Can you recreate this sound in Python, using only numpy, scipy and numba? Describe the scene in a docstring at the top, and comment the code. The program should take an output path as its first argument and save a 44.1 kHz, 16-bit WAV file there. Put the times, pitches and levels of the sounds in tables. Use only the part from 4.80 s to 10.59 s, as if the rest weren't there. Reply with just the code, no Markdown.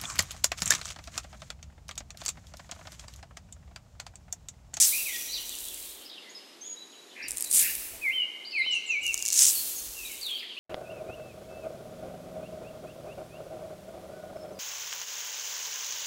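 """A garden, the microphone close to a plastic tray, a soft rumble far off and birds among echoing trees.
The same pour of dry sand sounds three times. First coarse grains ring and fine sand patters under chirps.
Near 2.5 s grains tick and the pour comes again, brisker and higher, while a nearer bird trills twice.
That bird whistles three times, and from 4.2 s the pour ticks, rushes and trickles away once more.
Small birds and a distant flock have the last notes."""
import sys
import numpy as np
from scipy import signal
from scipy.fft import rfft, irfft, next_fast_len
from scipy.io import wavfile
from scipy.ndimage import uniform_filter1d
from numba import njit

SR = 44100
rng = np.random.default_rng(int(sys.argv[2]) if len(sys.argv) > 2 else 0)


def output_pcm(signal):
    """Save a mono or channel-first signal as 16-bit PCM at the path in sys.argv[1].

    Samples are clipped to [-1, 1] before scaling.
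    """
    pcm = np.clip(np.atleast_2d(signal).T, -1, 1) * 32767
    wavfile.write(sys.argv[1], SR, np.round(pcm).astype(np.int16))


N = 255339

# Distant rumble and hiss. Each row: frequency in Hz, relative level in dB.
AIR_SPECTRUM = [(18, -50), (30, -23), (86, -33.5), (215, -5), (345, 0.5), (702, -5.5), (1390, -10),
                (1960, -9.5), (3980, -10), (12600, -21.5), (14400, -35), (16000, -72.5)]
# Echo of a high song, hanging in the trees. Each row: time in seconds, level in dB.
SONG_ECHO = [(0, -50), (.3, -47), (.55, -44.5), (.75, -54), (.95, -70)]
# The flock, far off. Each row: time in seconds, level in dB.
FLOCK_LEVEL = [(0.0, -47), (0.44, -50), (1.63, -58.5), (2.3, -104), (2.801, -100), (3.14, -62),
               (3.369, -61), (3.5, -70), (3.89, -53.5), (4.24, -63), (4.5, -65), (4.641, -45.5),
               (4.95, -67), (5.29, -54), (5.63, -42), (5.79, -76)]
# How much of the flock echoes from the sides. 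Each row: time in seconds, share from 0 to 1.
FLOCK_SIDE_SHARE = [(0.551, 0.08), (.75, 0.8), (1.6, 0.5), (1.8, 0)]
# Small birds, farther out. Each row: start, time to the bend and length in seconds,
# first, bend and last pitch in Hz, level at the bend in dB, rasp in Hz.
CHIRPS = [(0.118, 0.021, 0.098, 2034, 2510, 2730, -35.5, 103),
          (0.254, 0.011, 0.047, 2630, 2500, 1963, -35, 34),
          (0.299, .055, 0.071, 1987, 1896, 1820, -42.5, 30),
          (.282, 0.047, .087, 2900, 3294, 3790, -43.5, 270),
          (0.482, 0.057, 0.11, 3685, 4570, 2997, -37.5, 225),
          (0.529, 0.0075, 0.023, 4260, 4900, 5550, -42, 170),
          (0.573, .014, .075, 3710, 4070, 4060, -44.5, 54),
          (0.707, .01, 0.028, 3970, 3590, 3240, -41.5, 230),
          (0.864, .02, 0.034, 3740, 3430, 3120, -45.5, 230),
          (1.247, 0.018, 0.052, 4740, 5200, 5110, -48.5, 170),
          (1.312, .03, 0.034, 3803, 4580, 4630, -51, 120),
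          (1.277, 0.047, .12, 4680, 3700, 2950, -49.5, 320), (1.42, .03, 0.087, 2184, 2100, 2035, -56, 120),
          (1.492, 0.011, 0.023, 6180, 6630, 7050, -49.5, 81),
          (1.547, .008, 0.041, 5270, 5150, 4980, -43, 16), (1.808, 0.011, 0.057, 6350, 6310, 6620, -43, 54),
          (1.848, .075, 0.087, 6810, 6730, 6790, -38, 35), (1.826, 0.03, 0.07, 3430, 3380, 3330, -52, 146),
          (1.962, 0.038, 0.066, 3870, 3950, 3890, -45.5, 11),
          (2.154, .028, 0.028, 3953, 3890, 3980, -51, 9), (2.109, .025, .05, 4400, 3300, 2430, -61, 240),
          (2.289, 0.025, 0.059, 4040, 3330, 2890, -52, 230),
          (2.413, 0.026, 0.068, 3920, 5600, 3840, -47, 190),
          (2.616, 0.051, .07, 5300, 3950, 4100, -46.5, 140),
          (3.645, 0.015, 0.042, 3710, 4900, 4700, -41.5, 100),
          (3.698, .015, .04, 4570, 4980, 4410, -43.5, 290), (3.744, 0.08, 0.13, 4520, 3954, 4000, -40, 147),
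          (3.777, .01, .021, 8000, 9000, 10040, -48.5, 220),
          (3.91, .012, .03, 4900, 5700, 5800, -46.5, 220),
          (3.945, 0.0065, 0.016, 7800, 8700, 9600, -46, 210),
          (4.497, .01, 0.019, 4580, 4240, 3700, -40, 230),
          (4.746, 0.037, 0.059, 4490, 4375, 4420, -36, 100),
          (4.952, 0.023, 0.042, 6759, 6600, 6100, -36.5, 35),
          (5.144, 0.029, 0.2, 2873, 2764, 2113, -45, 53),
          (5.248, 0.0095, 0.023, 3730, 3800, 3750, -43, 120),
          (5.413, 0.065, 0.16, 4716, 3503, 3124, -33.5, 107),
          (5.579, 0.0056, 0.032, 4760, 5190, 4960, -50, 260),
          (5.694, 0.0092, 0.036, 3480, 3286, 2640, -42, 59),
          (5.765, 0.016, .035, 2394, 2950, 3100, -36.5, 26)]
# A thin falling call. Each row: start in seconds, level in dB.
SWEEPS = [(3.906, -45), (4.06, -43), (4.211, -44.5)]
# The nearer bird's whistles. Each row: start, upward flip and end in seconds,
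# first, low and high pitch in Hz, early and full level in dB.
WHISTLES = [(3.213, 3.318, 3.445, 2530, 2078, 3130, -35, -26.5),
            (3.728, 3.841, 3.99, 2650, 2080, 3060, -33.5, -27),
            (4.088, 4.209, 4.325, 2710, 2250, 2892, -27.5, -29)]
# Its buzzy trills. Each row: start in seconds, length in seconds, level in dB.
TRILLS = [(2.35, 0.12, -41.5), (2.773, 0.13, -39)]
# The tray's low thrum. Each row: frequency in Hz, relative level in dB.
THRUM_SPECTRUM = [(15, -12), (30, -4), (50, 0), (80, -6), (130, -14), (220, -20), (400, -50)]
# Handling beside the tray. Each row: centre in seconds, level in dB.
THUMPS = [(.56, -63), (.7, -65), (.87, -68), (2.52, -59), (2.79, -57), (2.97, -59), (3.14, -56), (3.3, -66),
          (3.9, -68), (4.28, -60), (4.42, -64), (5.12, -63), (5.28, -67)]
# Light knocks nearby. Each row: start in seconds, level in dB, pitch in Hz, cycles to fall to 1/e.
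KNOCKS = [(2.44, -45, 288, 4.0), (2.74, -44.5, 200, 3.0), (2.811, -49, 187, 6.1), (3.021, -42, 1400, 1.9),
          (3.135, -48.5, 660, 21), (3.667, -43.5, 650, 0.99), (3.864, -30.5, 1000, 0.49),
          (4.331, -57, 350, 1.2), (4.344, -36.5, 1200, 0.92)]
# Single grains on the plastic. Each row: start in seconds, level in dB.
TICKS = [(0.694, -18), (0.753, -22), (0.787, -19), (0.806, -25), (0.842, -21), (0.8534, -21), (0.8855, -20),
         (0.9439, -22), (1.004, -25), (1.027, -27), (2.4846, -24), (2.508, -11), (2.5177, -15),
         (2.533, -25), (2.566, -23), (2.5718, -12), (2.5828, -13.5), (2.6, -18), (2.608, -12.5),
         (2.6134, -20), (2.6243, -9), (2.646, -13), (2.71, -18), (2.7139, -7.5), (2.7277, -8),
         (2.9528, -11.5), (4.2658, -15.5), (4.278, -19.5), (4.343, -6), (4.3772, -15), (4.392, -20),
         (4.402, -22), (4.4253, -10.5), (4.4534, -14), (4.4619, -10), (4.471, -13), (4.4808, -10),
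         (4.487, -8), (4.5032, -10.5), (4.5255, -9.5), (4.5292, -7), (4.5416, -10), (5.3185, -23.5),
         (5.3785, -31), (5.431, -26), (5.413, -26), (5.467, -24.5), (5.51, -27)]
# Lumps that slip off the rim and scatter. Each row: start in seconds, level in dB.
LUMPS = [(0.0, -24), (.021, -23), (2.483, -33.5), (2.57, -37), (2.606, -39), (2.642, -32), (2.712, -35),
         (2.728, -45), (2.8, -37), (4.376, -38), (4.452, -28), (4.482, -38.5), (4.524, -27)]
# Fine sand landing. Each row: frequency in Hz, relative level in dB.
PATTER_SPECTRUM = [(1500, -23), (2500, -14.5), (4000, -8.5), (8000, -4), (12000, 0), (15700, -2.5)]
# The course of every pour. Each row: seconds from the height of the rush at pace 1,
# rush level in dB, ring pitch in Hz, patter level in dB.
POUR_COURSE = [(-.4, -47, 6950, -52), (-.2, -42.5, 7000, -45), (-.11, -39, 7000, -43),
               (-.06, -23, 7100, -36), (-.02, -18, 7330, -29.5), (.025, -19, 7380, -28),
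               (.06, -22.5, 7470, -24), (.125, -34.5, 9100, -27), (.22, -41.5, 8300, -31.5),
               (.36, -43, 7340, -35.5), (.55, -48, 6600, -42), (.85, -46, 8470, -40.5),
               (1.4, -49.5, 8400, -47)]
# The three pours. Each row: height of the rush in seconds, pace as a ratio, gain in dB,
# start, start of the fade and end in seconds, ring pitch as a ratio.
POURS = [(0.0, 1.016, 0, -.01, 1.08, 1.33, 0.99), (2.779, 1.34, -2, 2.476, 3.1, 3.45, 1.265),
         (4.624, 0.96, -0.5, 4.225, 5.3, 5.68, 0.99)]


def undb(db):
    """Gain of a level in dB."""
    return 10 ** (np.asarray(db) / 20)


def unit(x):
    """Scales x to rms 1."""
    return x / np.sqrt(np.mean(x ** 2))


def colour(x, points):
    """Shapes x by (Hz, dB) points."""
    hz, db = np.transpose(points)
    n = next_fast_len(len(x))
    f = np.arange(n // 2 + 1) * SR / n + 1
    return irfft(rfft(x, n) * undb(np.interp(np.log(f), np.log(hz), db)), n)[:len(x)]


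def band(x, lo_hz, hi_hz):
    """Band-pass."""
    return signal.sosfilt(signal.butter(2, [lo_hz, hi_hz], "band", fs=SR, output="sos"), x)


def walk(rate, n=N):
    """Random levels held 1 / rate s and smoothed twice; spread near 1."""
    hold = int(SR / rate)
    steps = np.repeat(rng.standard_normal(n // hold + 1), hold)
    return 1.233 * uniform_filter1d(uniform_filter1d(steps, hold), hold)[:n]


def curves(table):
    """The samples that a table spans in time, and its other columns drawn along them."""
    s, *columns = np.transpose(table)
    i = np.arange(max(int(s[0] * SR), 0), min(int(s[-1] * SR), N))
    return i, [np.interp(i / SR, s, c) for c in columns]


@njit
def ring(n, at, hz, cycles, size):
    """Each impact is a sine that falls to 1/e in the given number of cycles."""
    out = np.zeros(n)
    for k in range(len(at)):
        pole = np.exp((2j * np.pi - 1 / cycles[k]) * hz[k] / SR)
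        z = size[k] + 0j
        for i in range(at[k], min(n, at[k] + int(6 * cycles[k] * SR / hz[k]))):
            out[i] += z.imag
            z *= pole
    return out


def sing(out, note, rasp_hz, swing_hz=0., pulse=0.98, edge_s=0.0035, round_s=0.0027):
    """Adds a sine gliding through (s, Hz, dB) points; rasp shakes both pitch and level."""
    i, (hz, db) = curves(note)
    edge = np.clip(np.minimum(i - i[0], i[-1] - i) / (edge_s * SR), 0, 1)
    hz = uniform_filter1d(hz, int(round_s * SR), mode="nearest") + swing_hz + rasp_hz * walk(400, len(i))
    db = db + 0.021 * rasp_hz * walk(180, len(i))
    out[i] += np.sqrt(2) * undb(db) * edge * pulse * np.sin(2 * np.pi * np.cumsum(hz) / SR)


def garden_air(level_db=-54.5):
    """Distant rumble and faint hiss, wavering a little; a high echo fades in the first second."""
    out = unit(colour(rng.standard_normal(N), AIR_SPECTRUM)) * undb(level_db + 0.74 * walk(3.24))
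    i, (db,) = curves(SONG_ECHO)
    out[i] += unit(band(rng.standard_normal(len(i)), 5700, 6000)) * undb(db)
    return out


def tree_echo(mid_and_side, t60_s=1.47, treble_t60_s=.6):
    """Trunks and leaves scatter the sound back; early echoes are strong and the treble dies first."""
    t = np.arange(int(1.4 * SR)) / SR
    noise = rng.standard_normal((2, len(t)))
    treble = band(noise, 4200, 18000)
    tail = (noise - treble) * undb(-60 * t / t60_s) + treble * undb(-60 * t / treble_t60_s)
    tail *= np.clip(t / 0.0073, 0, 1) * (1 + 3.95 * np.exp(-t / 0.019))
    tail /= np.sqrt(np.sum(tail ** 2, axis=1, keepdims=True))
    return signal.fftconvolve(mid_and_side, tail, axes=1)[:, :N]


def far_flock(calls=500):
    """Many short raspy slides blur into chatter, far from the microphone."""
    out = np.zeros(N)
    for (when, length), (pitch, slide, loud) in zip(rng.random((calls, 2)),
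                                                    rng.standard_normal((calls, 3))):
        s, hz, db = 5.7 * when, 3400 * np.exp(0.15 * pitch), 2 * loud
        sing(out, [(s, hz, db), (s + .015 + .03 * length, hz * np.exp(0.18 * slide), db)], rasp_hz=200.)
    return unit(out) * undb(np.interp(np.arange(N) / SR, *np.transpose(FLOCK_LEVEL)))


def small_birds(sweep_s=.063, hook_s=0.013):
    """Middle distance: chirps swell to a bend in pitch and fade; sweeps fall to a short flat hook."""
    out = np.zeros(N)
    for s, bend, length, from_hz, bend_hz, to_hz, db, rasp_hz in CHIRPS:
        sing(out, [(s, from_hz, db - 6), (s + bend, bend_hz, db), (s + length, to_hz, db - 6)], rasp_hz)
    for s, db in SWEEPS:
        note = [(s, 7850, db - 0.5), (s + sweep_s, 5740, db), (s + sweep_s + hook_s, 5740, db - 11)]
        sing(out, note, rasp_hz=50)
    return out


def near_whistles(flip_s=.02, release_s=0.037, sag_hz_per_s=3900):
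    """The nearer bird: each whistle drops, dips in level as it flips up, then swells as it sags."""
    out = np.zeros(N)
    for s, flip, end, first_hz, low_hz, high_hz, early_db, db in WHISTLES:
        down, top, crest = s + .46 * (flip - s), flip + flip_s, end - release_s
        crest_hz, end_hz = high_hz - sag_hz_per_s * (np.array([crest, end]) - top - flip_s)
        onset = [(s, first_hz, early_db - 10), (s + 0.0175, first_hz, early_db)]
        drop = [(down, 1.07 * low_hz, db), (down + flip_s, low_hz, db), (flip - flip_s, low_hz, db)]
        rise = [(flip, (low_hz + high_hz) / 2, db - 13.5), (top, high_hz, db - 7.5)]
        sag = [(top + flip_s, high_hz, db - 3.75), (crest, crest_hz, db), (end, end_hz, db - 9.5)]
        sing(out, onset + drop + rise + sag, rasp_hz=18, round_s=.015)
    return out


def near_trills(rate_hz=79):
    """The same bird buzzes: pitch and level arch up and down quickly while the note climbs."""
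    out = np.zeros(N)
    for s, length, db in TRILLS:
        note = [(s, 2000, db - 11), (s + 0.0495, 2060, db), (s + length, 2250, db)]
        i, _ = curves(note)
        arch = -np.cos(2 * np.pi * rate_hz * (i - i[0]) / SR + 1.1)
        swing_hz = np.linspace(380, 617, len(i)) * arch
        sing(out, note, rasp_hz=101.5, swing_hz=swing_hz, pulse=1 + 0.45 * arch)
    return out


def thumps(width_s=0.074):
    """Soft low swells from handling near the tray."""
    t = np.arange(N) / SR
    swells = sum(undb(db) * np.exp(-((t - s) / width_s) ** 2) for s, db in THUMPS)
    return unit(colour(rng.standard_normal(N), THRUM_SPECTRUM)) * swells


def knocks():
    """Light knocks and dull bumps near the microphone, each one damped ring."""
    s, db, hz, cycles = np.array(KNOCKS).T.copy()
    return band(ring(N, (s * SR).astype(np.int64), hz, cycles, undb(db)), 140, 4000)


def tray_thrum(n, rumble_db=-68.5, hum_db=-69.5, hum_hz=48.3):
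    """The tray rumbles and hums unsteadily under the load."""
    rumble = unit(colour(rng.standard_normal(n), THRUM_SPECTRUM)) * undb(rumble_db + 4.5 * walk(10, n))
    phase = 2 * np.pi * np.cumsum(hum_hz + 5.6 * walk(12.7, n)) / SR
    return rumble + np.sqrt(2) * undb(hum_db) * np.sin(phase)


def pour_course(t, pour):
    """Rush dB, ring Hz and patter dB at times t; a brisker pour runs its course sooner."""
    peak_s, pace, db, *_, pitch_ratio = pour
    s, *columns = np.transpose(POUR_COURSE)
    rush_db, ring_hz, patter_db = (np.interp((t - peak_s) * pace, s, c) for c in columns)
    return rush_db + db, ring_hz * pitch_ratio, patter_db + db


def grain_ticks(strays=40, hits=4):
    """A lone grain lands sharply, then bounces within a millisecond, softer and at other pitches."""
    listed, grains = np.array(TICKS), []
    for pour in POURS:
        start_s, fade_s, end_s = pour[3:6]
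        s, db = listed[(listed[:, 0] > start_s) & (listed[:, 0] < end_s)].T
        when, softness = rng.random((strays, 2)).T
        s = np.r_[s, max(start_s, 0) + when * (fade_s - max(start_s, 0))]
        rush_db, hz, _ = pour_course(s, pour)
        stray_db = rush_db[len(db):] + 14.5 - 8 * softness  # stray grains stand out of the rush
        grains.append([s, np.r_[db, stray_db], hz])
    s, db, hz = np.repeat(np.hstack(grains), hits, axis=1)
    delay, detune, loss = rng.random((len(s), 3)).T
    bounce = np.arange(len(s)) % hits > 0
    at = ((s + 0.00086 * delay * bounce) * SR).astype(np.int64)
    hz = np.clip(hz * np.exp(.8 * (detune - .3) * bounce), 2000, 15500)
    size = undb(db - (5 + 5 * loss) * bounce)
    return band(ring(N, at, hz, np.full(len(s), 2.6), size), 3700, 15000)


def fine_patter(n):
    """Fine sand lands as a broad, spiky hiss."""
    spray = rng.standard_normal(n)
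    spikes_db = 2.4 * np.minimum(rng.exponential(size=n), 6) + 1.3 * walk(40, n)
    return unit(colour(spray * undb(spikes_db), PATTER_SPECTRUM))


def coarse_rush(rush_db, ring_hz, grains=9000, cycles=4.5):
    """Coarse grains ring around a moving pitch; a heavy flow comes in clumps, a trickle is even."""
    n = len(rush_db)
    at = (rng.random(grains) * n).astype(np.int64)
    weight = np.minimum(rng.exponential(size=grains), 5)
    hz = np.clip(ring_hz[at] * np.exp(.16 * rng.standard_normal(grains) + .05), 1500, 15500)
    heavy = np.clip((rush_db[at] + 62.5) / 18, .15, 1)
    scatter_db = 2.6 * weight + 1.8 * walk(250, n)[at] - 3.2
    rush = ring(n, at, hz, np.full(grains, cycles), undb(heavy * scatter_db))
    return unit(band(rush, 2570, 16700))  # grains are too small to sound low


def sand_pours(lump_decay_s=0.0073):
    """Sand lands right at the microphone: rush, patter and thrum, with a burst for each lump."""
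    out = np.zeros(N)
    for pour in POURS:
        start_s, fade_s, end_s = pour[3:6]
        i = np.arange(max(int(start_s * SR), 0), int(end_s * SR))
        t = i / SR
        rush_db, ring_hz, patter_db = pour_course(t, pour)
        lumps = sum(undb(db) * (t > s) * np.exp(-np.abs(t - s) / lump_decay_s) for s, db in LUMPS)
        rush = coarse_rush(rush_db, ring_hz) * (undb(rush_db) + lumps)
        patter = fine_patter(len(i)) * (undb(patter_db) + undb(-21) * lumps)
        onset = np.minimum((t - start_s) / 0.0054, 1)
        fade = np.minimum((end_s - t) / (end_s - fade_s), 1) ** 1.04
        out[i] += onset * fade * (rush + patter + tray_thrum(len(i)))
    return out


def scene(side_db=-12.5):
    """Mid and side: the sand is close and central; the nearer bird and the echoes give the width."""
    whistles, trills, small, flock = near_whistles(), near_trills(), small_birds(), far_flock()
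    flock_aside = flock * np.interp(np.arange(N) / SR, *np.transpose(FLOCK_SIDE_SHARE))
    near_direct = whistles + undb(-1) * trills
    near_send = undb(-5.5) * whistles + undb(-3) * trills
    mid_echo, side_echo = tree_echo([near_send + undb(-2) * small + flock, near_send + flock_aside])
    birds = near_direct + undb(-1.5) * small + 0.08 * flock  # the flock arrives almost wholly as echo
    tray = sand_pours() + grain_ticks() + knocks() + thumps()
    mid = tray + birds + mid_echo + garden_air()
    side = undb(side_db) * (side_echo + 0.27 * np.roll(near_direct, 4))  # perched off to one side
    return np.array([mid + side, mid - side])


def record(dry, top_hz=15780):
    """The highest treble is cut off steeply."""
    return signal.sosfilt(signal.ellip(10, .2, 75, top_hz, fs=SR, output="sos"), dry)


dry = scene()
out = record(dry)
output_pcm(out)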